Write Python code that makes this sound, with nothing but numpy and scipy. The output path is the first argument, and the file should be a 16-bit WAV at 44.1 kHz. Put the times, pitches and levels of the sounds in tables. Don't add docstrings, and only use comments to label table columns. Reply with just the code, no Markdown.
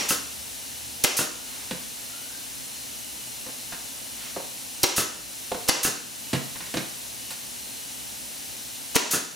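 import sys
import numpy as np
from scipy import signal
from scipy.fft import rfft, irfft, next_fast_len
from scipy.io import wavfile
from scipy.ndimage import uniform_filter1d

SR = 44100
rng = np.random.default_rng(int(sys.argv[2]) if len(sys.argv) > 2 else 0)


def log_audio(samples):
    frames = np.atleast_2d(samples).T
    limited = np.clip(frames, -1, 1)
    pcm = np.round(limited * 32767).astype(np.int16)
    wavfile.write(sys.argv[1], SR, pcm)


N = 412335
LEAD = 4410
TIME = np.arange(-LEAD, N) / SR
AGE = np.arange(SR // 2) / SR
LN_1000 = np.log(1000)


def from_db(db):
    return 10 ** (np.asarray(db) / 20)


def rms_one(x):
    return x / np.sqrt(np.mean(x ** 2) + 1e-20)


def at_hz(table, hz):
    frequencies, values = np.transpose(table)
    return np.interp(np.log(hz), np.log(frequencies), values)


def shaped(x, spectrum, size):
    hz = np.maximum(np.arange(size // 2 + 1) * SR / size, 1)
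    return irfft(rfft(x, size) * from_db(at_hz(spectrum, hz)), size)


def noise(spectrum, size=len(TIME)):
    full = next_fast_len(size, True)
    return rms_one(shaped(rng.standard_normal(full), spectrum, full)[:size])


def burst(spectrum, rise, hold, t60):
    envelope = np.clip(AGE / rise, 0, 1) * np.exp(-LN_1000 * np.clip((AGE - hold) / t60, 0, 10))
    return envelope * noise(spectrum, size=len(AGE))


def wavering_tone(hz, width_hz):
    knots = np.arange(TIME[0], TIME[-1], 1 / width_hz)
    waver = np.interp(TIME, knots, rng.standard_normal((len(knots), 2)) @ [1, 1j])
    return rms_one(np.real(waver * np.exp(2j * np.pi * hz * TIME)))


def ring(modes, force=1.0 * (AGE == 0)):
    out = 0
    for k, (hz, db, t60) in enumerate(modes):
        r, w = np.exp(-LN_1000 / (t60 * SR)), 2 * np.pi * hz / SR
        mode = signal.lfilter([0, np.sin(w)], [1, -2 * r * np.cos(w), r * r], force + 1e-18)
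        out = out + (-1) ** k * from_db(db) * mode
    return out


def add(track, start, sound):
    at = LEAD + round(start * SR)
    track[at:at + len(sound)] += sound[:len(track) - at]


def panned(left_db):
    return from_db(np.array([[left_db], [-left_db]]) / 2)


# (frequency [Hz], side gain [dB])
MIC_WIDTH = [(50, -5), (160, 1), (260, -2.5), (400, 0.5), (800, -1.5), (1400, 0.5), (2400, -2.5),
             (3500, -3.5), (5000, -14.5), (7000, -5.5), (10000, 3.5), (13000, 1.5), (16000, -2)]
def microphone(front, diffuse):
    side = shaped(diffuse, MIC_WIDTH, next_fast_len(len(TIME) + SR))[:len(TIME)]
    return np.array([front + side, front - side])


# (frequency [Hz], t60 [s])
ROOM_DECAY = [(100, 0.83), (350, 0.5), (1400, 0.55), (3000, 0.46), (6000, 0.5256), (10000, 0.39),
              (16000, 0.2)]
# (frequency [Hz], level [dB])
ROOM_COLOUR = [(50, -16), (150, -6.5), (350, 0), (1000, 0.5), (3000, 2), (6000, 1), (9000, -2.5),
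               (15000, 1)]
def echoes(early_db=-2.5, early_t60=0.043, fade_in_s=0.0067):
    t = np.arange(SR * 3 // 4) / SR
    edges = np.geomspace(40, 18000, 15)
    sources, out = rng.standard_normal((2, len(t))), 0
    early = from_db(early_db) * np.exp(-LN_1000 * t / early_t60)
    for k, (low, high) in enumerate(zip(edges, edges[1:])):
        hz = np.sqrt(low * high)
        band = signal.sosfilt(signal.butter(2, [low, high], "band", fs=SR, output="sos"), sources[k % 2])
        tail = np.exp(-LN_1000 * t / at_hz(ROOM_DECAY, hz))
        out = out + from_db(at_hz(ROOM_COLOUR, hz)) * band * (early + tail)
    out = out * np.clip(t / fade_in_s, 0, 1)
    return out / np.sqrt(np.sum(out ** 2))


def garage(x, wet_db, side_db):
    front, sides = [signal.oaconvolve(x, echoes())[:len(TIME)] for _ in range(2)]
    return microphone(x + from_db(wet_db) * front, from_db(wet_db + side_db) * sides)


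# (frequency [Hz], level [dB])
DRONE_SPECTRUM = [(25, -32), (42, -31), (58, 4), (82, -12.5), (120, 1), (155, -8.5), (260, 1.5), (350, -9),
                  (600, -7), (900, -7.5), (1200, -16), (2000, -34)]
# (time [s], strength [0-1])
HUM_ENVELOPE = [(.1, 0), (.3, 1), (1.0, 1), (1.1, 0)]
def room_tone():
    drone = microphone(noise(DRONE_SPECTRUM), from_db(2.0) * noise(DRONE_SPECTRUM))
    hum = wavering_tone(hz=75, width_hz=4.13) * np.interp(TIME, *np.transpose(HUM_ENVELOPE))
    return from_db(-51) * drone * panned(-0.82) + from_db(-52) * hum


# (frequency [Hz], level [dB])
HISS_SPECTRUM = [(650, -28), (1100, -13), (1470, -9), (1590, -8), (2380, -5), (2920, -1.5), (3150, -4.5),
                 (4080, -1), (4610, -3), (5840, -0.5), (8170, -3), (10200, -1.5), (12400, -7),
                 (15100, -6.5), (16000, -21)]
# (frequency [Hz], width [Hz], level [dB])
HISS_WHISTLES = [(2950, 8.3, -59.5), (4200, 8.8, -58), (6900, 30, -65)]
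def air_hiss():
    whistles = sum(from_db(db) * wavering_tone(hz, width) for hz, width, db in HISS_WHISTLES)
    hiss = microphone(noise(HISS_SPECTRUM), from_db(-1.0) * noise(HISS_SPECTRUM))
    return from_db(-39) * hiss * panned(1.04) + whistles


# (time [s], pitch [Hz], level [dB])
SQUEAK_GLIDE = [(2.05, 1320, -85), (2.11, 1350, -54), (2.36, 1556, -56.5), (2.44, 1600, -85)]
def cloth_squeak():
    s, hz, db = np.transpose(SQUEAK_GLIDE)
    phase = 2 * np.pi * np.cumsum(np.interp(TIME, s, hz)) / SR
    tone = rms_one(np.sin(phase) * wavering_tone(hz=25.7, width_hz=100))
    return from_db(np.interp(TIME, s, db)) * tone


# (middle [s], level [dB], half length [s])
CLOTH_PULLS = [(1.576, -49, 0.13), (4.247, -44.5, 0.092), (6.663, -48, 0.04)]
# (frequency [Hz], level [dB])
CLOTH_SPECTRUM = [(100, -15), (400, -8), (1600, 4), (4000, 4), (9000, -9), (16000, -15)]
def cloth_rustles(grain_db):
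    swell = sum(from_db(db) * np.exp(-np.minimum(((TIME - s) / half_length) ** 2, 20))
                for s, db, half_length in CLOTH_PULLS)
    rustle = swell * noise(CLOTH_SPECTRUM)
    grain = rms_one(uniform_filter1d(rng.standard_normal(len(TIME)), 400))
    return rustle * from_db(grain_db * grain)


# (frequency [Hz], level [dB], t60 [s])
FRAME_MODES = [(137.4, -2.5, .12), (172, -5.5, 0.1), (309, -7.5, 0.066), (470, -12.5, 0.055),
               (920, -19, 0.046), (1400, -10, 0.033), (2960, -1.5, 0.042), (3800, -16, .07)]
# (frequency [Hz], level [dB])
SCRAPE_SPECTRUM = [(500, 2), (1500, 3), (3900, 0.5), (5000, -5), (9000, -6), (16000, -20)]
def wood_contact(pitch_hz, spread, t60, scrape_db, body_db=-41, thud_db=4.0):
    rattle = rng.standard_normal(len(AGE)) * np.exp(-LN_1000 * np.minimum(AGE / t60, 10))
    band = signal.butter(2, [pitch_hz / spread, pitch_hz * spread], "band", fs=SR, output="sos")
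    cushion = np.clip(AGE / 0.0035, 0, 1)
    thud = from_db(thud_db) * signal.sosfilt(band, rattle * cushion)
    force = thud + from_db(scrape_db) * burst(SCRAPE_SPECTRUM, rise=0.0017, hold=0.0028, t60=t60)
    return force + from_db(body_db) * ring(FRAME_MODES, force)


# (time [s], level [dB], pitch [Hz], t60 [s], scrape [dB], settle delay [s], settle [dB])
FRAME_KNOCKS = [(1.7087, -9.5, 290, 0.052, -18, 0.021, -13), (3.4622, -25, 410, .1, -17, 0.026, -6),
                (4.362, -8.5, 510, 0.055, -32, 0.037, -14), (5.5157, -5, 404, 0.05, -24.5, 0.028, -6),
                (6.33, -4.5, 230, .1, -19, .02, -7.5), (6.7387, -10, 252, 0.12, -19.5, .029, -0.5)]
# (time [s], level [dB], pitch [Hz])
LIGHT_SCUFFS = [(3.721, -28.5, 450), (6.553, -35, 547), (6.6037, -33, 800), (6.769, -26, 1400),
                (7.3039, -33.5, 3000)]
def knocks_and_scuffs():
    out = np.zeros(len(TIME))
    for s, db, pitch_hz, t60, scrape_db, settle_s, settle_db in FRAME_KNOCKS:
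        for delay, touch_db in ((0, 0), (settle_s, settle_db)):
            touch = wood_contact(pitch_hz, spread=1.72, t60=t60, scrape_db=scrape_db)
            add(out, s + delay, from_db(db + touch_db) * touch)
    for s, db, pitch_hz in LIGHT_SCUFFS:
        add(out, s, from_db(db) * wood_contact(pitch_hz, spread=4, t60=0.13, scrape_db=-8))
    return out


# (time [s], level [dB], piston delay [s])
TRIGGER_RELEASES = [(.085, -6.5, .021), (1.1646, -1.6, 0.025), (4.960, 0.3, 0.021), (5.828, 0, .021),
                    (9.107, 2.5, .027)]
# (frequency [Hz], level [dB])
PUFF_SPECTRUM = [(80, -33), (550, -27), (1100, -10), (2200, -7.5), (4000, -5.5), (6200, 3), (7900, -1.5),
                 (10000, 2), (13000, -1), (16000, -9)]
# (frequency [Hz], level [dB])
CLACK_SPECTRUM = [(60, -4), (200, 3), (520, -1.5), (850, -2.5), (1400, 8), (2200, -14), (2800, 4.5),
                  (4000, -20), (16000, -27)]
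# (frequency [Hz], level [dB])
CLATTER_SPECTRUM = [(60, -12), (170, 6), (520, 3.5), (850, -7.5), (1400, 3), (2200, -7), (2800, -5),
                    (6500, -2), (10000, -3.5), (16000, -31)]
# (frequency [Hz], level [dB], t60 [s])
PISTON_MODES = [(166, -1, 0.071), (293, -0.5, 0.061), (477, -0.5, 0.024), (1315, 3.5, 0.037),
                (2690, 0.5, 0.055), (6600, -3, 0.086)]
def trigger_releases(puff_db, clatter_db, clack_db, ring_db):
    out = np.zeros(len(TIME))
    for s, db, landing_s in TRIGGER_RELEASES:
        add(out, s, from_db(db + puff_db) * burst(PUFF_SPECTRUM, rise=0.0061, hold=0.021, t60=0.19))
        clack = from_db(clack_db) * burst(CLACK_SPECTRUM, rise=0.00012, hold=0.00054, t60=0.024)
        ringing = from_db(ring_db) * ring(PISTON_MODES)
        clatter = from_db(clatter_db) * burst(CLATTER_SPECTRUM, rise=0.0075, hold=0.027, t60=0.15)
        add(out, s + landing_s, from_db(db) * (clack + ringing + clatter))
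    return out


SEEP_LEAD_S, STRIKE_S, SEAT_S = .008, .0046, .009
SEEP_TRADE = 0.99
# (time [s], level [dB], valve snap [dB])
STAPLE_SHOTS = [(-.058, -7.5, -10), (1.037, -1.9, 3.5), (4.8309, -1.3, 3), (5.6844, 0.5, -5.5),
                (8.9533, 2, -5.5)]
# (frequency [Hz], level [dB])
BLAST_SPECTRUM = [(200, -22), (1500, -19), (3500, -4), (6000, 6.5), (8000, -1.5), (11000, 4), (16000, -3)]
# (frequency [Hz], level [dB])
ESCAPING_AIR = [(100, -21), (350, 3.5), (1000, 3), (2000, -4), (2800, 4), (3300, 0), (5600, 3), (7200, 1),
                (8500, -4), (11000, -12), (16000, -22)]
# (frequency [Hz], level [dB])
CRACK_SPECTRUM = [(50, -24), (150, -6.5), (320, 8.5), (560, 3.5), (800, 1.5), (1700, -1.5), (3300, -2),
                  (5800, -1), (8000, -5.5), (11000, -5.5), (16000, -19)]
# (frequency [Hz], level [dB], t60 [s])
DRIVER_MODES = [(333, -11, 0.068), (627, 2.5, 0.026), (1600, 1.5, 0.059), (2074, 10, 0.034),
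                (2700, -9, 0.038), (5600, 13, 0.05), (6100, -8, 0.037)]
def stapler_shots(blast_db, strike_db, seat_db, ring_db, seep_db, spent_db):
    out = np.zeros(len(TIME))
    ringing = from_db(ring_db) * ring(DRIVER_MODES)
    for s, db, snap_db in STAPLE_SHOTS:
        seep = burst(ESCAPING_AIR, rise=0.0029, hold=0.0086, t60=0.028)
        add(out, s - SEEP_LEAD_S, from_db(db + seep_db - SEEP_TRADE * snap_db) * seep)
        blast = burst(BLAST_SPECTRUM, rise=0.0028, hold=0.0069, t60=0.013)
        add(out, s, from_db(db + blast_db + snap_db) * blast)
        for delay, blow_db in ((STRIKE_S, strike_db), (SEAT_S, seat_db)):
            crack = burst(CRACK_SPECTRUM, rise=0.00032, hold=0.0023, t60=0.021)
            add(out, s + delay, from_db(db + blow_db) * (crack + ringing))
        spent = burst(ESCAPING_AIR, rise=0.0021, hold=0.011, t60=0.64)
        add(out, s + SEAT_S, from_db(db + spent_db) * spent)
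    return out


def shot_jolts(hz, t60, level_db, right_db):
    out = np.zeros(len(TIME))
    for s, db, _ in STAPLE_SHOTS:
        add(out, s + STRIKE_S, from_db(db) * ring([(hz, level_db, t60)]))
    return np.array([out, -from_db(right_db) * out])


def scene():
    shots = stapler_shots(blast_db=-9, strike_db=-7, seat_db=-3,
                          ring_db=-20.5, seep_db=-35.5, spent_db=-20.5)
    firing = garage(shots, wet_db=-6.5, side_db=-1)
    thumps = shot_jolts(hz=135, t60=0.023, level_db=-0.5, right_db=3.5)
    releases = trigger_releases(puff_db=-15, clatter_db=-19.5, clack_db=-14.5, ring_db=-20)
    venting = garage(releases, wet_db=-7, side_db=-1)
    frame_and_cloth = knocks_and_scuffs() + cloth_rustles(grain_db=1.0) + cloth_squeak()
    handling = garage(frame_and_cloth, wet_db=-5.5, side_db=-2) * panned(-1.3)
    return (air_hiss() + room_tone() + handling + venting + firing + thumps)[:, LEAD:]


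def gain_control(x, threshold_db, release_db_per_s, window_s):
    power = uniform_filter1d(np.mean(x ** 2, axis=0), round(window_s * SR))
    over_db = np.maximum(10 * np.log10(np.maximum(power, 1e-12)) - threshold_db, 0)
    recovery_db = release_db_per_s * np.arange(N) / SR
    return x * from_db(recovery_db - np.maximum.accumulate(over_db + recovery_db))


def record(dry):
    ducked = gain_control(dry, threshold_db=-13, release_db_per_s=18.5, window_s=0.0049)
    lowpass = signal.ellip(12, .1, 80, 16100, fs=SR, output="sos")
    return signal.sosfilt(lowpass, np.tanh(ducked))


dry = scene()
out = record(dry)
log_audio(out)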